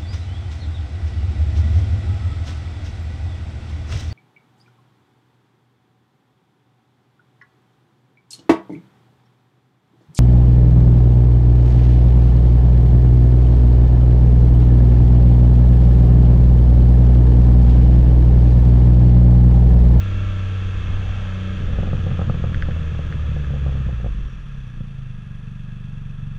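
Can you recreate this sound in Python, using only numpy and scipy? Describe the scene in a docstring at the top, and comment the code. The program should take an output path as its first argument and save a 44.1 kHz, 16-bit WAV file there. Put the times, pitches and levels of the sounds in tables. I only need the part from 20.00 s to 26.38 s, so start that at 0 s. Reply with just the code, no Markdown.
"""On the rider's seat of a three-cylinder trike: it pulls, the throttle shuts and the exhaust burbles and pops,
then the clutch opens and the revs sink to a throbbing idle. The exhaust is a boom of clean tones, echoing puffs
and uneven bursts of noise; pops are impulses heard through the silencer. Intake, gears, crankcase and valves
are tones and rattles that follow the revs. Lumpy noise makes the wind, an oncoming car passes over street hum,
a handlebar switch clicks, injectors tick, and thin electrical and brake tones whistle."""
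import sys
import numpy as np
from scipy import signal
from scipy.fft import rfft, irfft
from scipy.io import wavfile
from scipy.ndimage import map_coordinates

SR = 44100
rng = np.random.default_rng(int(sys.argv[2]) if len(sys.argv) > 2 else 0)


def transcribe(u):
    """Save the signal u as a 16-bit wav file named by the first command-line argument.

    u: samples, shape (n,) or (channels, n), limited to [-1, 1]; the rate is SR.
    q: integer samples, one column per channel.
    """
    v = np.clip(np.atleast_2d(u).T, -1, 1)
    q = np.round(v * 32767).astype(np.int16)
    wavfile.write(sys.argv[1], SR, q)


N = 281358
TIME = np.arange(N) / SR  # time of each sample [s]
# the throttle eases and then shuts, the popping stops, the clutch opens, the idle catches [s]
EASE_S, SHUT_S, BURBLE_END_S, CLUTCH_S, IDLE_S = 1.22, 1.59, 4.07, 4.24, 5.2
CHANGE_S, LEVER_S = 0.084, 0.43  # length of a quick change, and of a gradual one made by hand [s]


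def amp(db):
    """Turn decibels into a gain."""
    return 10 ** (np.asarray(db) / 20)


def unit(x):
    """Scale a sound to an average (rms) strength of 1."""
    return x / np.sqrt(np.mean(x ** 2) + 1e-20)


def wobble(rate):
    """A smooth random curve with the given number of random points a second."""
    points = rng.standard_normal(int(N * rate / SR) + 4)
    return map_coordinates(points, [TIME * rate])


def ramp(s, length):
    """A smooth step from 0 to 1, centred on time s."""
    return .5 + .5 * np.sin(np.pi * np.clip((TIME - s) / length, -.5, .5))


def swell(s, half_length):
    """A bell-shaped rise and fall around time s."""
    return np.exp(-.5 * ((TIME - s) / half_length) ** 2)


def along(points, hz):
    """Level in dB of a (frequency [Hz], level [dB]) spectrum at the given frequencies."""
    at_hz, db = np.transpose(points)
    return np.interp(np.log(hz + 1), np.log(at_hz + 1), db)


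def response(points, size=16384):
    """How a body with the given spectrum rings after a single tap, with nothing before the tap."""
    grid = np.fft.rfftfreq(size, 1 / SR)
    cepstrum = irfft(np.log(amp(along(points, grid))))
    # folding the second half onto the first makes the body answer as early as it can (minimum phase)
    cepstrum[1:size // 2] *= 2
    cepstrum[size // 2 + 1:] = 0
    return irfft(np.exp(rfft(cepstrum)))


def through(x, points):
    """Pass a sound through a body with the given spectrum."""
    return signal.fftconvolve(x, response(points))[:N]


def noise(points):
    """Noise coloured by a spectrum, with rms 1."""
    return unit(through(rng.standard_normal(N), points))


def blows(times, sizes):
    """Single impulses at the given times."""
    samples = np.round(np.asarray(times) * SR).astype(int)
    return np.bincount(samples, sizes, N)[:N]


def bursts(times, sizes, t60):
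    """Dying puffs of noise that fall 60 dB in t60 seconds, each about as energetic as an impulse of its size."""
    fade = amp(-60 * TIME[:SR // 5] / t60)
    outline = signal.fftconvolve(blows(times, sizes), fade / np.linalg.norm(fade))[:N]
    return outline * rng.standard_normal(N)


def exhaust_levels():
    """Levels in dB of the two low orders, the puffs and the uneven burning, as each state gives way to the next."""
    # the exhaust in each state: (first order [dB], second order [dB], regular puffs [dB],
    # uneven burning [dB], drift of the first three levels [dB/s])
    pulling = (-18.5, -36.5, -30, -42.5, -3)
    easing = (-24, -32.5, -14.5, -44, 3)
    overrun = (-22.5, -38.5, -35, -31, 1.03)
    fading = (-21.5, -40, -38, -34.5, -23)
    coasting = (-32.5, -64, -41.5, -43, 2)
    idling = (-32.5, -48, -40, -49, 3)
    states = [(-CHANGE_S, CHANGE_S, pulling), (EASE_S, LEVER_S, easing), (SHUT_S, CHANGE_S, overrun),
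              (BURBLE_END_S, CHANGE_S, fading), (CLUTCH_S, LEVER_S, coasting), (IDLE_S, CHANGE_S, idling)]
    levels = 0
    for start, length, state in states:
        first, second, puffs, uneven, drift = state
        change = drift * (TIME - start)
        now = np.array([first + change, second + change, puffs + change, np.full(N, uneven)])
        levels = levels + ramp(start, length) * (now - levels)
    return levels


def tail_pipe(x, count=6):
    """A puff runs up and down the pipe and comes out again, weaker after every round trip."""
    round_trip_s = .0153
    kept = 0.55  # share that returns after one round trip (0-1)
    return sum(kept ** k * np.interp(TIME - k * round_trip_s, TIME, x) for k in range(count))


def uneven_burning(turns, overrun, level_db):
    """Charges that burn unevenly: one impulse of random size per firing, heard through the pipe."""
    # the pipe under ragged, slower burning: (frequency [Hz], level [dB])
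    burble = [(5, -49), (20, -16.5), (55, -7), (80, -3.5), (110, 4.5), (135, 1), (170, -4.5), (200, -7.5),
              (235, -12.5), (275, -25), (330, -21.5), (400, -37), (520, -22.5), (800, -54), (3000, -110)]
    # the burning is rougher for a moment as the idle catches: (time [s], half length [s], level [dB])
    catches = [(4.812, 0.024, 18), (5.18, 0.036, 8)]
    flare_db, flare_end_s = 2, 2.7  # the burble is strongest while leftover fuel burns off
    extra_db = flare_db * (ramp(SHUT_S, CHANGE_S) - ramp(flare_end_s, CHANGE_S))
    extra_db = extra_db + sum(db * swell(s, half_length) for s, half_length, db in catches)
    fired = np.diff(np.floor(turns), prepend=np.floor(turns[0]))  # 1 at each firing, 0 between
    # on the overrun strong and weak firings also tend to alternate
    alternate = 0.39 * overrun * np.cos(np.pi * turns)
    charges = fired * (rng.uniform(-0.93, 1, N) + alternate)
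    return amp(level_db + extra_db) * unit(through(charges, burble))


def exhaust(turns, firing_hz, count=14):
    """One puff per firing echoes in the pipe; the two lowest orders (multiples of the firing rate) boom as tones."""
    # a regular puff as it enters the tail pipe: (frequency [Hz], level [dB])
    pipe = [(20, -23), (72, -9.5), (96, 4.5), (120, 3), (143, 4), (167, -0.5), (191, -8), (215, -9),
            (239, -20), (300, -41.5), (450, -45.5), (800, -56), (3000, -110)]
    pipe_hz, pipe_width_hz, pipe_lift_db = 135.4, 25.2, 11.5  # resonance that lifts the second order
    boom_lead = 1.11  # the slow push of gas comes ahead of the sharp puff [radians]
    first_db, second_db, puff_db, uneven_db = exhaust_levels()
    overrun = ramp(SHUT_S, CHANGE_S) - ramp(CLUTCH_S, LEVER_S)
    phase = 2 * np.pi * turns

    # the second order swells as it sinks through the resonance; the first wavers most on the overrun
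    lift_db = pipe_lift_db / (1 + ((2 * firing_hz - pipe_hz) / pipe_width_hz) ** 2)
    waver_db = (.5 + overrun) * wobble(9)
    boom = amp(first_db + waver_db) * np.cos(phase + boom_lead)
    boom = boom + amp(second_db + lift_db) * np.cos(2 * phase + boom_lead)

    orders = range(3, count + 1)
    puff_shape = sum(amp(along(pipe, k * firing_hz)) * np.cos(k * phase) for k in orders)
    puffs = amp(puff_db + 1.6 * wobble(24)) * puff_shape  # the puffs differ in size

    # uneven burning fills the gaps between the orders
    return boom + tail_pipe(puffs) + uneven_burning(turns, overrun, uneven_db)


def afterfire(count=22):
    """Unburnt fuel pops in the silencer: a thud, a short crack, a slap off the end wall and a ragged spit of gas."""
    # the clear pops: (time [s], relative level [dB], level of the crack against the pop [dB])
    pops = [(1.684, -34, -14), (1.731, -32, -11), (1.786, -23, -11), (1.8313, -22.5, -9),
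            (1.8743, -24.5, -8), (1.931, -23, -5.5), (2.066, -25.5, -10), (2.1125, -30, 0),
            (2.1922, -22.5, -4), (2.2155, -23, -1), (2.2972, -21, 0), (2.3435, -29.5, -3), (2.44, -23, -8),
            (2.496, -37.5, -10), (2.6865, -24, -9), (2.763, -30.5, -14), (2.9915, -27, -13),
            (3.3648, -29, -16), (3.505, -32, -16), (3.534, -36, -14), (3.56, -31.5, -14), (3.663, -26, -18),
            (3.693, -33, -10), (3.723, -33, -14), (3.753, -34, -16), (3.89, -30.5, -20),
            (4.044, -27.5, -10), (4.0615, -26, -24)]
    # the body of the silencer: (frequency [Hz], level [dB])
    silencer = [(25, -21), (80, 4), (135, 11.5), (200, 5.5), (260, -10), (320, -7), (370, -11), (420, -9),
                (490, -0.5), (590, -5), (645, -22), (700, -8), (810, -13), (950, -37.5), (1500, -36),
                (5000, -94)]
    # the sharp crack: (frequency [Hz], level [dB])
    crack_body = [(300, -51.5), (750, -9), (1050, -4.5), (1250, 9.5), (1600, -9.5), (2500, -20.5),
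                  (8000, -57)]
    # gas leaving the silencer after a pop: (frequency [Hz], level [dB])
    spit_body = [(150, -20), (310, -6.5), (380, -13), (490, 9.5), (590, -5), (660, 0.5), (800, 0),
                 (950, -15), (1280, -7), (1700, -28), (5000, -73.5)]
    slap_s = 0.00371  # delay of the slap from the end wall [s]

    # small pops, one at a random moment in each equal slice of the overrun
    span_s = CLUTCH_S - LEVER_S / 2 - SHUT_S
    small_s = SHUT_S + span_s * (np.arange(count) + rng.random(count)) / count
    small = np.column_stack([small_s, rng.normal(-37.5, 1.5, count), np.full(count, -13.5)])
    s, db, crack_db = np.vstack([pops, small]).T

    thud = through(blows(s, amp(db + 42.0)), silencer)
    crack = through(blows(s, amp(db + crack_db + 26.0)), crack_body)
    slap = blows(s + slap_s, amp(db + 20))
    gas = bursts(s + slap_s, amp(db + 26.0), t60=0.07)
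    return through(gas - slap, spit_body) - thud - crack


def tones(turns, table, waver_db):
    """Clean tones locked to the three-cylinder cycle, each wavering in level."""
    cycle = turns / 3
    return sum(amp(db + waver_db * wobble(3.6)) * np.sin(2 * np.pi * (k * cycle + rng.random()))
               for k, db in table)


def rattle(turns, body, repeat, depth, count=600, size=8192):
    """Contacts that partly repeat every three firings and swell with each stroke, heard through a body."""
    cycle = turns / 3
    pattern = irfft(np.r_[0, np.exp(2j * np.pi * rng.random(count))], size)
    repeated = np.interp(cycle % 1 * size, np.arange(size), pattern)
    locked = unit(through(repeated, body))
    contacts = np.sqrt(repeat) * locked + np.sqrt(1 - repeat) * noise(body)
    strokes = 1 + depth * (np.cos(2 * np.pi * turns) + 0.41 * np.cos(2 * np.pi * cycle))
    return unit(strokes * contacts)


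def with_revs(revs, cruise_db, db_per_octave, least_db):
    """Gain that grows by some dB per doubling of revs and never falls below a least level."""
    return np.hypot(amp(cruise_db + db_per_octave * np.log2(revs)), amp(least_db))


def machinery(turns, revs):
    """Intake drone, gear whine, crankcase growl and valve clatter: the more load, the more alike the cycles."""
    # intake tones under load: (multiple of the three-cylinder cycle, relative level [dB])
    drone_tones = [(4, -47), (5, -46), (7, -52), (9, -49), (10, -48.5), (11, -59.5), (12, -54.5), (13, -54),
                   (14, -56), (15, -52), (16, -50), (19, -51), (20, -61.5), (21, -63.5), (22, -63.5),
                   (27, -62), (30, -61), (33, -58.5), (36, -57), (38, -59), (39, -55.5), (40, -57.5),
                   (42, -53)]
    # gear teeth meshing under load: (multiple of the three-cylinder cycle, relative level [dB])
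    gear_tones = [(24.3, -58), (49.5, -53), (59.4, -60.5), (69.3, -55.5), (84, -53.5), (101, -56.5),
                  (107, -60.5)]
    # the cam chain, until the clutch opens: (multiple of the three-cylinder cycle, level [dB])
    chain_tones = [(18, -54)]
    # bodies of the intake, the crankcase and the valves: (frequency [Hz], level [dB])
    intake_body = [(100, -67.5), (200, -0.5), (300, 2), (355, -3.5), (480, 0.5), (545, -9), (595, -3),
                   (660, -11), (850, -14), (1100, -19.5), (2000, -68)]
    case_body = [(400, -40.5), (850, -15.5), (1080, -3.5), (1240, 1), (1360, 1.5), (1500, -6), (1650, 2),
                 (1850, -4.5), (2050, -10.5), (2600, -21), (5000, -55)]
    valve_body = [(1200, -51.5), (2150, -5), (2400, -2), (2650, 3), (2900, -4), (3400, 1), (3900, -12.5),
                  (4700, -15.5), (5200, -20.5), (5850, -15.5), (6700, -18), (8300, -32.5), (10500, -39.5),
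                  (14000, -51)]

    # load (0-1) with the throttle open and shut at cruising revs; it falls as a power of the revs
    open_load, shut_load, load_power = 0.94, 0.66, 2.1
    shut = ramp(SHUT_S, CHANGE_S)
    load = np.clip((open_load + (shut_load - open_load) * shut) * revs ** load_power, 0, 1)

    # the drone softens by 4.5 dB with the throttle shut
    drone = load * amp(-1 - 4.5 * shut) * tones(turns, drone_tones, waver_db=3.0)
    gears = load * tones(turns, gear_tones, waver_db=1.5)
    chain = (1 - ramp(CLUTCH_S, LEVER_S)) * tones(turns, chain_tones, waver_db=2.5)

    # the intake rattle is 6.5 dB softer with the throttle open
    intake_gain = with_revs(revs, cruise_db=-40.5, db_per_octave=16.6, least_db=-60) * amp(-6.5 * (1 - shut))
    intake = intake_gain * rattle(turns, intake_body, repeat=0.35 * load, depth=0.028)
    case_gain = with_revs(revs, cruise_db=-44, db_per_octave=7.56, least_db=-65.5)
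    case = case_gain * rattle(turns, case_body, repeat=0.17 + 0.28 * load, depth=0.057)
    valve_gain = with_revs(revs, cruise_db=-48, db_per_octave=6.75, least_db=-73) * amp(2.28 * load)
    valves = valve_gain * rattle(turns, valve_body, repeat=0.053 + 0.07 * load, depth=0.099)
    return drone + gears + chain + intake + case + valves


def injection(turns):
    """The fuel pump and injectors sizzle at a steady level and tick three times per firing."""
    # fuel pump and injectors: (frequency [Hz], level [dB])
    pump = [(1100, -24), (1500, -10), (1600, -6), (1655, 13.5), (1710, -4.5), (1830, -16), (1950, -2.5),
            (2050, -15), (2400, -6.5), (2620, 6.5), (2780, -5), (2900, -13.5), (3340, -3.5), (3430, 3),
            (3520, -6.5), (3900, -17), (5200, -18), (5850, -9.5), (6600, -18.5), (10500, -24.5),
            (13000, -41)]
    ticks = np.sin(3 * np.pi * turns) ** 6
    sizzle = rattle(turns, pump, repeat=0.36, depth=0.2)
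    return amp(-60.5) * unit((1 + ticks) * sizzle)


def switch():
    """Dry plastic clicks at the handlebar: a snap, then a brief rattle."""
    # the clicks: (time [s], relative level [dB])
    clicks = [(2.545, -25), (2.6236, -20.5), (2.7095, -33), (3.125, -29), (3.445, -34)]
    # the plastic switch housing: (frequency [Hz], level [dB])
    housing = [(700, -57.5), (1150, -14.5), (1350, 1.5), (1680, 4), (2100, -4.5), (2500, -16.5),
               (3300, -12), (4000, -28), (4800, -24.5), (6500, -43), (10000, -61)]
    s, db = np.transpose(clicks)
    snap = blows(s, amp(db + 30))
    after = bursts(s + 0.0016, amp(db + 20.5), t60=0.05)
    return through(snap + after, housing)


def wind():
    """Lumpy buffeting on the microphone, with a few gusts; it sinks as the trike slows."""
    # colour of the buffeting: (frequency [Hz], level [dB])
    buffet = [(8, -9), (18, -1.5), (30, -2), (42, -13), (56, -2.5), (70, -12), (100, -21.5), (200, -29),
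              (500, -49.5), (2000, -100)]
    # the gusts: (time [s], half length [s], level [dB])
    gust_table = [(0.165, 0.047, -21.5), (0.944, 0.17, -23), (1.84, 0.19, -20.5), (2.57, 0.19, -26.5),
                  (4.25, 0.075, -24.5)]
    wind_db, wind_drop_db = -29, 21.5  # level at speed, and its fall
    slow_s, slowing_s = 5.1, 3.6  # middle and length of the braking [s]
    steady = amp(wind_db - wind_drop_db * ramp(slow_s, slowing_s))
    gusts = sum(amp(db) * swell(s, half_length) for s, half_length, db in gust_table)
    lumps = amp(0.45 * wobble(6.3))
    return np.hypot(steady, gusts) * unit(noise(buffet) * lumps)


def passing_car():
    """Tyre roar of an oncoming car, mixed with its reflection, whose delay is longest as the car is nearest."""
    # colour of the tyre roar: (frequency [Hz], level [dB])
    tyre_colour = [(150, -22.5), (500, 0), (800, 4), (1200, -5), (2500, -10), (8000, -57)]
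    pass_s, pass_width_s = 1.074, .17  # when the car is nearest, and how long it takes to go by [s]
    sweep_hz = 675  # lowest pitch of the sweep that roar and reflection make together
    tyres = noise(tyre_colour)
    nearness = 1 / np.hypot(1, (TIME - pass_s) / pass_width_s)
    reflection = np.interp(TIME - nearness / sweep_hz, TIME, tyres)
    return amp(-48.5) * swell(pass_s, 0.29) * unit(tyres + 0.5 * reflection)


def street():
    """The faint distant hum of the street, as steady coloured noise."""
    # colour of the hum: (frequency [Hz], level [dB])
    hum = [(100, -5), (300, -7), (750, -2.5), (1000, -4.5), (2000, -13), (8000, -35.5)]
    return amp(-63.0) * noise(hum)


def whistle(hz, waver_hz):
    """A thin tone of rms 1 whose pitch wavers at random."""
    return unit(np.sin(2 * np.pi * np.cumsum(hz + waver_hz * wobble(150)) / SR))


def whines():
    """A faint steady electrical whine, and brake pads that sing twice."""
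    # the brake pads: (time [s], half length [s], level [dB])
    squeaks = [(4.312, .05, -71), (4.561, .04, -83)]
    brakes = sum(amp(db) * swell(s, half_length) for s, half_length, db in squeaks)
    electrical = amp(-86) * whistle(hz=9650, waver_hz=8)
    return electrical + brakes * whistle(hz=5700, waver_hz=115.5)


def scene():
    """Everything at the rider's seat, with the engine parts sharing one count of firings."""
    # engine speed: (time [s], firings a second [Hz])
    speed = [(0, 97.8), (.32, 95.5), (.52, 94.95), (.66, 94.66), (.8, 93.53), (1, 94.64), (1.16, 95.9),
             (1.32, 93.07), (1.54, 95.38), (1.67, 88.77), (1.85, 89.84), (2.22, 86.7), (2.42, 81.93),
             (2.68, 80.61), (3.04, 76.15), (3.35, 73.4), (3.75, 67.01), (3.88, 63.37), (4.1, 51.72),
             (4.38, 36.74), (4.88, 27.51), (5.17, 24.22), (5.65, 24), (5.79, 24.58), (5.93, 23.49),
             (6.38, 23.46)]
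    cruise_hz = 95  # firing rate at cruising revs
    beat_s = 5.727  # one idle firing, from which the others are counted [s]
    knot_s, knot_hz = np.transpose(speed)
    firing_hz = np.interp(TIME, knot_s, knot_hz)
    turns = np.cumsum(firing_hz * (1 + .002 * wobble(20))) / SR  # firings so far, slightly unsteady
    turns = turns - np.interp(beat_s, TIME, turns)
    engine = exhaust(turns, firing_hz) + afterfire() + machinery(turns, firing_hz / cruise_hz) + injection(turns)
    surroundings = switch() + wind() + passing_car() + street() + whines()
    return (engine + surroundings)[None]


def record(dry):
    """Roll off gently below 9 Hz and steeply above 13 kHz."""
    low_cut = signal.butter(1, 9, "highpass", fs=SR, output="sos")
    high_cut = signal.butter(14, 13000, fs=SR, output="sos")
    return signal.sosfilt(np.vstack([low_cut, high_cut]), dry)


dry = scene()
out = record(dry)
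transcribe(out)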